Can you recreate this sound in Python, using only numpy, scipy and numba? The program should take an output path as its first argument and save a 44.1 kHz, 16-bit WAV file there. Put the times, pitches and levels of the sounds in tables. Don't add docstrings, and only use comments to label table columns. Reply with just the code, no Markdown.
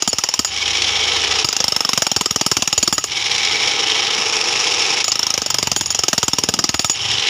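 import sys
import numpy as np
from scipy import signal
from scipy.fft import rfft, irfft, next_fast_len
from scipy.io import wavfile
from scipy.ndimage import uniform_filter1d, minimum_filter1d, map_coordinates
from numba import njit

SR = 44100
rng = np.random.default_rng(int(sys.argv[2]) if len(sys.argv) > 2 else 0)


def master(y):
    cut = np.clip(np.atleast_2d(y).T, -1, 1)
    pcm = np.round(cut * 32767)
    wavfile.write(sys.argv[1], SR, pcm.astype(np.int16))


N = 321489
TIME = np.arange(N) / SR
STRIKE = np.arange(4096) / SR
LOADED_HZ, FREE_HZ = 19.3, 26.8
BOUNCE_S = 0.0067

# time in seconds, blows per second.
FIRST_BURST = [(.022, 18.62), (.181, 18.43), (.287, 20.1), (.447, 17.55)]
SECOND_BURST = [(1.445, 22.96), (1.564, 26.98), (1.806, 22.95), (1.891, 24.23), (2.115, 20.26),
                (2.164, 21.75), (2.308, 19.4), (2.515, 19.49), (2.566, 18.09), (2.878, 20.77),
                (3.041, 15.75)]
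THIRD_BURST = [(5.042, 26.3), (5.339, 27.48), (5.377, 26.38), (5.417, 22.58), (5.501, 24.78), (5.86, 20.09),
               (5.903, 23.88), (6.083, 21.08), (6.281, 19.17), (6.641, 19.78), (6.898, 19.15)]
BURSTS = [FIRST_BURST, SECOND_BURST, THIRD_BURST]
# time in seconds, rattle and jangle offsets in dB,
# lower resonance in dB, upper resonance in Hz, its level in dB.
HANG = [(.55, -2.5, -0.5, -29, 3150, -27.5), (1, -0.5, -2, -27.5, 3280, -21.5),
        (1.4, 1.5, -1, -37, 2800, -32.5), (3.15, -0.5, -0.5, -29.5, 3150, -31),
        (3.6, 1, -1.5, -25, 3250, -37), (3.9, -1, -2.5, -31, 3020, -20.5), (4.1, 1, -3.5, -32, 3130, -30),
        (4.3, -4, -1, -32, 2580, -25), (4.65, -1, -0.5, -32, 2680, -26.5), (5, -1, -1, -30, 2570, -27),
        (7.05, -5, -1, -40, 3030, -22.5), (7.29, 2.5, -2.5, -46, 3030, -23)]
# frequency in Hz, gain in dB.
RATTLE_TONE = [(1400, -13), (1850, -2.5), (2050, 0), (2230, 0.5), (2500, 1.5), (2900, 4.5), (3300, 4.5),
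               (3800, 4.5), (4350, -2.5), (5200, -8.5)]
JANGLE_TONE = [(3700, -23.5), (4600, -2), (5050, 2.5), (5380, 7.5), (5850, 3), (6300, -6.5), (6720, -0.5),
               (7000, -8.5), (7500, -9.5), (8100, -23), (9000, -21.5), (9450, -16), (10200, -23),
               (12500, -36.5), (15300, -56)]


def chiselling():
    # time in seconds, relative force in dB, ground thud in dB.
    bite = [(.022, -2.5, -29.5), (.077, -1.5, -25), (.18, 0, -33.5), (.27, -3.5, -40), (.338, -1.5, -43),
            (.392, 1, -24), (.446, -4.5, -55), (1.446, -2, -25.5), (1.53, -5, -43), (1.6, -2, -32),
            (1.85, -0.5, -32.5), (1.97, 2.5, -27.5), (2.07, 0.5, -31.5), (2.18, 1, -24), (2.28, -2, -29),
            (2.37, 1, -24.5), (2.55, 4, -23.5), (2.676, 1, -32), (2.9, 3, -23), (3.04, -3.5, -35),
            (5.04, -2.5, -44), (5.16, -2.5, -38), (5.34, -5, -37), (5.378, 1.5, -30.5), (5.43, -8, -32),
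            (5.52, 2.5, -40), (5.63, -1, -26.5), (5.81, -0.5, -30), (5.86, -10, -52), (5.95, -2.5, -34),
            (6.1, 2, -25.5), (6.43, -1, -25.5), (6.487, 3, -21), (6.54, -1, -27.5), (6.72, 1, -24.5),
            (6.9, -.5, -30.5)]
    # middle in seconds, half length in seconds, hardness from 0 to 1.
    stone_patches = [(1.765, 0.19, 1.0), (5.24, 0.16, 0.82)]
    # frequency in Hz, gain in dB.
    thud_tone = [(20, -23), (45, -28), (70, -3.5), (110, -1), (180, -1.5), (260, -1.5), (340, -2),
                 (430, -5), (700, -27)]
    crunch_tone = [(250, -18.5), (460, -2), (600, 0), (850, 2.5), (1010, 2.5), (1120, -1), (1270, 7),
                   (1420, -2.5), (1700, -3), (2000, -4), (2600, -7)]
    clank_tone = [(1600, -24), (2250, -2), (2550, -5), (2830, 3.5), (3100, 3.5), (3750, 0.5), (4200, -2),
                  (5000, -27)]
    clash_tone = [(3800, -48.5), (4600, -9), (5000, -6), (5290, -2), (5800, -5.5), (6150, -12.5),
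                  (6600, -7.5), (7000, -12.5), (7450, -15), (7800, -25.5), (8300, -56.5)]
    chips_tone = [(7000, 2), (8200, -5.5), (8800, 2.5), (9400, 0), (10200, -0.5), (11300, -5.5),
                  (11900, -2.5), (13800, -10.5), (14800, 0), (15300, -9), (16000, -40)]
    starts = np.concatenate([blow_times(burst) for burst in BURSTS])
    force_db, thud_db = at(starts, bite)
    stone = sum(hardness * plateau(starts, middle, half) for middle, half, hardness in stone_patches)
    chance = rng.standard_normal((len(starts), 5)).T
    contact_s = 0.0027 * np.exp(0.23 * chance[0].clip(-2, 2) - 0.25 * stone)
    crunch_db = -24.5 + force_db + 1.6 * chance[1]
    clank_db = -24 + force_db + 1.6 * chance[2]
    clash_db = -16.5 + 0.25 * force_db + 1.6 * chance[3] + 2.5 * stone
    chips_db = -33.5 + force_db + 1.6 * chance[4]
    thud = contact(contact_s, rise=0.00066, t60=0.019, tail_db=-26, tail_t60=0.062)
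    thud = colour(thud, thud_tone, uneven_db=1.5)
    crunch = contact(0.27 * contact_s, rise=0.00032, t60=0.029, tail_db=-23, tail_t60=0.12)
    crunch = colour(crunch, crunch_tone, uneven_db=3)
    clank = contact(0.18 * contact_s, rise=0.00015, t60=0.021, tail_db=-13, tail_t60=0.057)
    clank = colour(clank, clank_tone, uneven_db=3)
    clash = contact(0.27 * contact_s, rise=0.0001, t60=0.016, tail_db=-11, tail_t60=0.11)
    clash = colour(clash, clash_tone, uneven_db=3.5)
    chips = contact(0.9 * contact_s, rise=0.00094, t60=0.019, tail_db=-13.5, tail_t60=0.22)
    chips = colour(chips, chips_tone, uneven_db=2)
    clash = sized(clash, 0) + sized(ping(contact_s), -17 + 22.5 * stone)
    ring_db, free_s = bounces(starts, force_db, stone)
    clash_db -= 57 * (free_s - BOUNCE_S)
    road = sized(thud, thud_db) + sized(crunch, crunch_db) + sized(chips, chips_db)
    steel = sized(clank, clank_db) + sized(clash, clash_db) + sized(chisel_ring(free_s), ring_db)
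    return place(starts, road + steel)


def blow_times(burst):
    times, hz = np.transpose(burst)
    t = TIME[(TIME >= times[0]) & (TIME <= times[-1])]
    strokes = np.cumsum(np.interp(t, times, hz)) / SR
    return np.interp(np.arange(round(strokes[-1]) + 1), strokes, t)


def contact(length_s, rise, t60, tail_db, tail_t60):
    decay = fade(STRIKE - length_s[:, None], t60) + undb(tail_db) * fade(STRIKE, tail_t60)
    return (1 - np.exp(-STRIKE / rise)) * decay * rng.standard_normal(decay.shape)


def ping(contact_s):
    hz = 5350 * (1 + 0.0086 * rng.standard_normal((len(contact_s), 1)))
    attack = 1 - np.exp(-STRIKE / 0.00061)
    return np.sin(2 * np.pi * hz * STRIKE) * attack * fade(STRIKE - 0.99 * contact_s[:, None], t60=0.023)


def bounces(starts, force_db, stone):
    # time in seconds, ring level in dB, free ringing in seconds.
    clinks = [(.077, -18.5, 0.026), (.446, -21.5, 0.054), (1.446, -33, 0.032), (1.485, -30, .02),
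              (2.727, -22, 0.014), (2.778, -13, 0.015), (2.827, -14, 0.016), (2.927, -19.5, 0.032),
              (2.978, -26, 0.045), (3.041, -29, 0.027), (5.041, -25, 0.042), (5.081, -21.5, 0.023),
              (5.762, -21.5, 0.032), (5.808, -26, 0.052), (5.86, -26, 0.036), (5.905, -21.5, 0.024),
              (5.945, -24, 0.013), (6.228, -21, 0.018), (6.743, -26, 0.035), (6.794, -26, 0.035),
              (6.845, -22, 0.031), (6.898, -17.5, 0.046)]
    ring_db = -23.5 + 0.45 * force_db - 16 * stone
    free_s = BOUNCE_S * np.exp(0.3 * rng.standard_normal(len(starts)).clip(-2, 2))
    for when, db, length in clinks:
        blow = np.argmin(np.abs(starts - when))
        ring_db[blow], free_s[blow] = db, length
    return ring_db, free_s


def chisel_ring(free_s, detune=0.002, waver_rad=0.78, seated_db=-27):
    # frequency in Hz, relative level in dB, seconds to fall 60 dB.
    modes = [(4560, -18, 0.25), (6816, -10, 0.03), (6815, -3.5, 0.35), (7490, -16, 0.14), (9350, -22, 0.2),
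             (12200, -35, 0.16), (15230, -26, 0.13)]
    chance = rng.standard_normal((len(free_s), 2 + 2 * len(modes)))
    tuning = 1 + detune * chance[:, :1]
    ring = 0
    for k, (hz, db, t60) in enumerate(modes):
        noise = rng.standard_normal((len(free_s), len(STRIKE)))
        drift = unit(signal.fftconvolve(noise, np.hanning(SR // 70)[None], "same", axes=1))
        angle = 2 * np.pi * (hz * tuning * STRIKE + chance[:, 2 + 2 * k, None]) + waver_rad * drift
        mode_db = db + 3.5 * chance[:, 3 + 2 * k, None].clip(-2, 2) + 2.5 * drift[:, ::-1]
        ring += undb(mode_db) * np.sin(angle) * fade(STRIKE, t60)
    damping = np.maximum(fade(STRIKE - free_s[:, None], t60=0.015), undb(seated_db))
    return ring * (1 - np.exp(-STRIKE / 0.00014)) * damping


def motor(spin_up_s=0.42, loosen_s=0.043, press_s=0.015):
    idle_s, loose, stroke_hz = np.zeros(N), np.zeros(N), np.full(N, LOADED_HZ)
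    for burst in BURSTS:
        first, last = burst[0][0], burst[-1][0]
        idle_s = np.where(TIME < first, idle_s, np.maximum(TIME - last, 0))
        loose *= np.clip((first - 0.0068 - TIME) / press_s, 0, 1)
        loose = np.where(TIME < last, loose, 1 - np.exp(-np.maximum(idle_s - 0.023, 0) / loosen_s))
        rising_hz = FREE_HZ - (FREE_HZ - LOADED_HZ) * np.exp(-idle_s / spin_up_s)
        stroke_hz = np.select([TIME < first, TIME < last], [stroke_hz, at(TIME, burst)[0]], rising_hz)
    return stroke_hz, loose, idle_s


def machine(stroke_hz, loose, idle_s):
    faster_hz = stroke_hz - LOADED_HZ
    hang_rattle_db, hang_jangle_db, *_ = at(TIME, HANG)
    drone_db = blend(-43 + 0.75 * faster_hz, -34.5 + 0.85 * faster_hz, loose)
    rattle_db = blend(-38 + faster_hz, -22 + 0.12 * faster_hz + hang_rattle_db, loose)
    jangle_db = blend(-34 - 0.05 * faster_hz, -25.5 + 0.7734 * faster_hz + hang_jangle_db, loose)
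    # frequency in Hz, gain in dB.
    drone_tone = [(50, -26), (130, -12.5), (260, -10.5), (350, -2.5), (445, -3), (520, -6.5), (610, -10),
                  (720, -6), (810, 4.5), (900, -3.5), (1040, -2), (1280, -3.5), (1420, -8.5), (1750, -6),
                  (2300, -17.5)]
    impacts = chatter(stroke_hz)
    drone = undb(drone_db) * shaken(impacts, drone_tone, t60=0.02, air_share=0.5)
    rattle = undb(rattle_db) * road_reflection(shaken(impacts, RATTLE_TONE, t60=0.0042, air_share=0.32))
    jangle = undb(jangle_db) * shaken(impacts, JANGLE_TONE, t60=0.026, air_share=0.089)
    return drone + rattle + jangle + gear_whine(stroke_hz, loose, idle_s) + rasps(impacts, loose)


def chatter(stroke_hz, per_s=920, bunching=0.53, scatter_db=3.5):
    strokes = np.cumsum(stroke_hz) / SR
    odds = per_s / SR * np.exp(bunching * np.cos(2 * np.pi * strokes))
    return (rng.random(N) < odds) * undb(scatter_db * rng.standard_normal(N).clip(-2, 2)) ** 2


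def shaken(impacts, tone, t60, air_share):
    energy = np.maximum(signal.fftconvolve(impacts, fade(STRIKE, t60) ** 2)[:N], 0)
    energy /= uniform_filter1d(energy, SR // 8) + 1e-9
    envelope = np.sqrt(np.abs(air_share + (1 - air_share) * energy))
    return unit(colour(envelope * rng.standard_normal(N), tone))


def road_reflection(x, lag_s=0.004, sway_s=0.00005, share=0.28):
    sway = map_coordinates(rng.standard_normal(24), [TIME * 2], order=3, mode="nearest")
    return unit(x + share * np.interp(TIME - lag_s - sway_s * sway, TIME, x))


def rasps(impacts, loose):
    _, _, lower_db, upper_hz, upper_db = at(TIME, HANG)
    lower = rasp(impacts, hz=2250, width_hz=123, t60=0.0072)
    upper = rasp(impacts, hz=blend(2850, upper_hz, loose), width_hz=360, t60=0.016)
    return undb(blend(-54, lower_db, loose)) * lower + undb(blend(-37.5, upper_db, loose)) * upper


def rasp(impacts, hz, width_hz, t60):
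    envelope = np.sqrt(np.abs(signal.fftconvolve(impacts, fade(STRIKE, t60) ** 2)[:N]))
    return resonance(envelope * rng.standard_normal(N), hz, width_hz, 3 * width_hz)


def clacks():
    # start in seconds, relative peak level in dB.
    hits = [(0.6784, -6), (0.769, -5.5), (0.8191, -1.5), (3.314, -2), (3.3803, -4), (3.449, -3.5),
            (3.66, -9), (3.6724, -10), (3.6934, -12), (3.8982, -4), (4.3667, -7.5), (7.113, -4.5),
            (7.194, -7.5)]
    starts, peak_db = np.transpose(hits)
    knock = contact(np.full(len(starts), 0.001), rise=0.0006, t60=0.035, tail_db=-16, tail_t60=0.055)
    rows = colour(knock, RATTLE_TONE, uneven_db=2.5) + colour(knock, JANGLE_TONE, uneven_db=2.5)
    return place(starts, [undb(db - 0.5) * row / np.abs(row).max() for db, row in zip(peak_db, rows)])


def housing_hum(loose, idle_s, swell_s=0.18):
    # frequency in Hz, width in Hz, relative level in dB.
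    modes = [(433, 32, -0.5), (488.4, 15, -2), (806, 200, -1.5), (1286, 40, -2.5)]
    hum = sum(undb(db) * resonance(rng.standard_normal(N), hz, width, 4 * width) for hz, width, db in modes)
    return unit(hum) * loose * undb(-32.5 - 39 * np.exp(-idle_s / swell_s))


def gear_whine(stroke_hz, loose, idle_s, cycles_per_stroke=533, fade_s=0.16):
    wobble = unit(uniform_filter1d(rng.standard_normal(N), SR // 200))
    hz = cycles_per_stroke * stroke_hz * (1 + 0.0025 * wobble)
    return undb(-51) * loose * np.exp(-idle_s / fade_s) * np.sin(2 * np.pi * np.cumsum(hz) / SR)


def motorcycles():
    # middle and half length in seconds, firing rate and exhaust resonance in Hz,
    # exhaust and tyre levels in dB.
    passes = [(.98, .53, 26.4, 81, -40, -48), (3.3, 0.41, 26.9, 102, -52, -45),
              (4.35, 1, 26.5, 102, -50.5, -50.5), (5.7, 0.32, 21.9, 111, -45, -42.5),
              (7.09, 0.13, 22.7, 110, -36.5, -41)]
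    tyre_tone = [(45, -10), (85, 1.5), (130, -1.5), (200, -6.5), (400, -23.5)]
    out = np.zeros(N)
    for middle, half, firing_hz, pipe_hz, exhaust_db, tyres_db in passes:
        cycles = np.cumsum(firing_hz * (1 + 0.058 * rng.standard_normal(N))) / SR
        firings = np.diff(np.floor(cycles), prepend=0) * undb(1.5 * rng.standard_normal(N))
        boom = resonance(firings + 1e-18, pipe_hz, width_hz=31, skirt_hz=41)
        out += plateau(TIME, middle, half) * (boom * undb(exhaust_db) + rush(tyre_tone) * undb(tyres_db))
    return out


def street():
    # middle in seconds, half length in seconds, level in dB.
    scuffs = [(2.593, 0.0071, -30), (4.186, 0.026, -34.5), (6.423, 0.061, -40), (6.575, 0.083, -34.5)]
    wash = rush([(20, -21), (50, -11), (110, -9), (300, -10), (1000, 0)])
    scuff = rush([(60, -21), (130, 1), (215, 4), (300, 2), (420, -4), (800, -7)])
    swell = sum(undb(db) * np.exp(-((TIME - middle) / half) ** 2) for middle, half, db in scuffs)
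    return undb(-61) * wash + swell * scuff


def rush(tone):
    return unit(colour(rng.standard_normal(N), tone))


def colour(x, tone, uneven_db=0):
    n = next_fast_len(x.shape[-1] // 2 + 1) * 2
    f = np.arange(n // 2 + 1) * SR / n + 1
    hz, db = np.transpose(tone)
    gain_db = np.interp(np.log(f), np.log(np.r_[hz[0] / 2, hz, hz[-1] * 2]),
                        np.r_[db[0] - 30, db, db[-1] - 30])
    if uneven_db:
        knots = np.linspace(0, np.sqrt(SR / 2), 80)
        ripple = np.array([np.interp(np.sqrt(f), knots, rng.standard_normal(len(knots))) for _ in x])
        gain_db = gain_db + uneven_db * ripple
    cepstrum = irfft(np.log(undb(gain_db)))
    cepstrum[..., 1:n // 2] *= 2
    cepstrum[..., n // 2 + 1:] = 0
    return irfft(rfft(x, n) * np.exp(rfft(cepstrum)))[..., :x.shape[-1]]


def resonance(x, hz, width_hz, skirt_hz):
    centre_hz = hz + np.zeros(N)
    return unit(band_pass(band_pass(x, centre_hz, width_hz), centre_hz, skirt_hz))


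@njit
def band_pass(x, hz, width_hz):
    y, band_state, low_state = np.empty(len(x)), 0., 0.
    for i in range(len(x)):
        g, damping = np.tan(np.pi * hz[i] / SR), width_hz / hz[i]
        band = (band_state + g * (x[i] - low_state)) / (1 + g * (g + damping))
        band_state, low_state = 2 * band - band_state, low_state + 2 * g * band
        y[i] = damping * band
    return y


def place(starts, sounds):
    out = np.zeros(N)
    for start, sound in zip(starts, sounds):
        i = int(start * SR)
        out[i:i + len(sound)] += sound[:N - i]
    return out


def at(t, table):
    times, *columns = np.transpose(table)
    return [np.interp(t, times, column) for column in columns]


def blend(seated, hanging, loose):
    return seated + loose * (hanging - seated)


def plateau(t, middle, half):
    return np.exp(-((t - middle) / half) ** 4)


def fade(t, t60):
    return np.exp(-np.log(1000) * np.maximum(t, 0) / t60)


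def sized(rows, db):
    return rows * (undb(db) / np.sqrt(np.mean(rows[:, :SR // 50] ** 2, axis=1)))[:, None]


def unit(x):
    return x / np.sqrt(np.mean(x ** 2) + 1e-18)


def undb(db):
    return 10 ** (np.asarray(db) / 20)


def scene():
    stroke_hz, loose, idle_s = motor()
    hammer = chiselling() + machine(stroke_hz, loose, idle_s) + housing_hum(loose, idle_s) + clacks()
    return (hammer + motorcycles() + street())[None]


def record(dry):
    gain = np.minimum(1, 0.92 / (np.abs(dry) + 1e-9))
    gain = uniform_filter1d(minimum_filter1d(gain, size=45), size=45)
    return signal.sosfilt(signal.ellip(8, 0.2, 70, 15500, fs=SR, output="sos"), dry * gain)


dry = scene()
out = record(dry)
master(out)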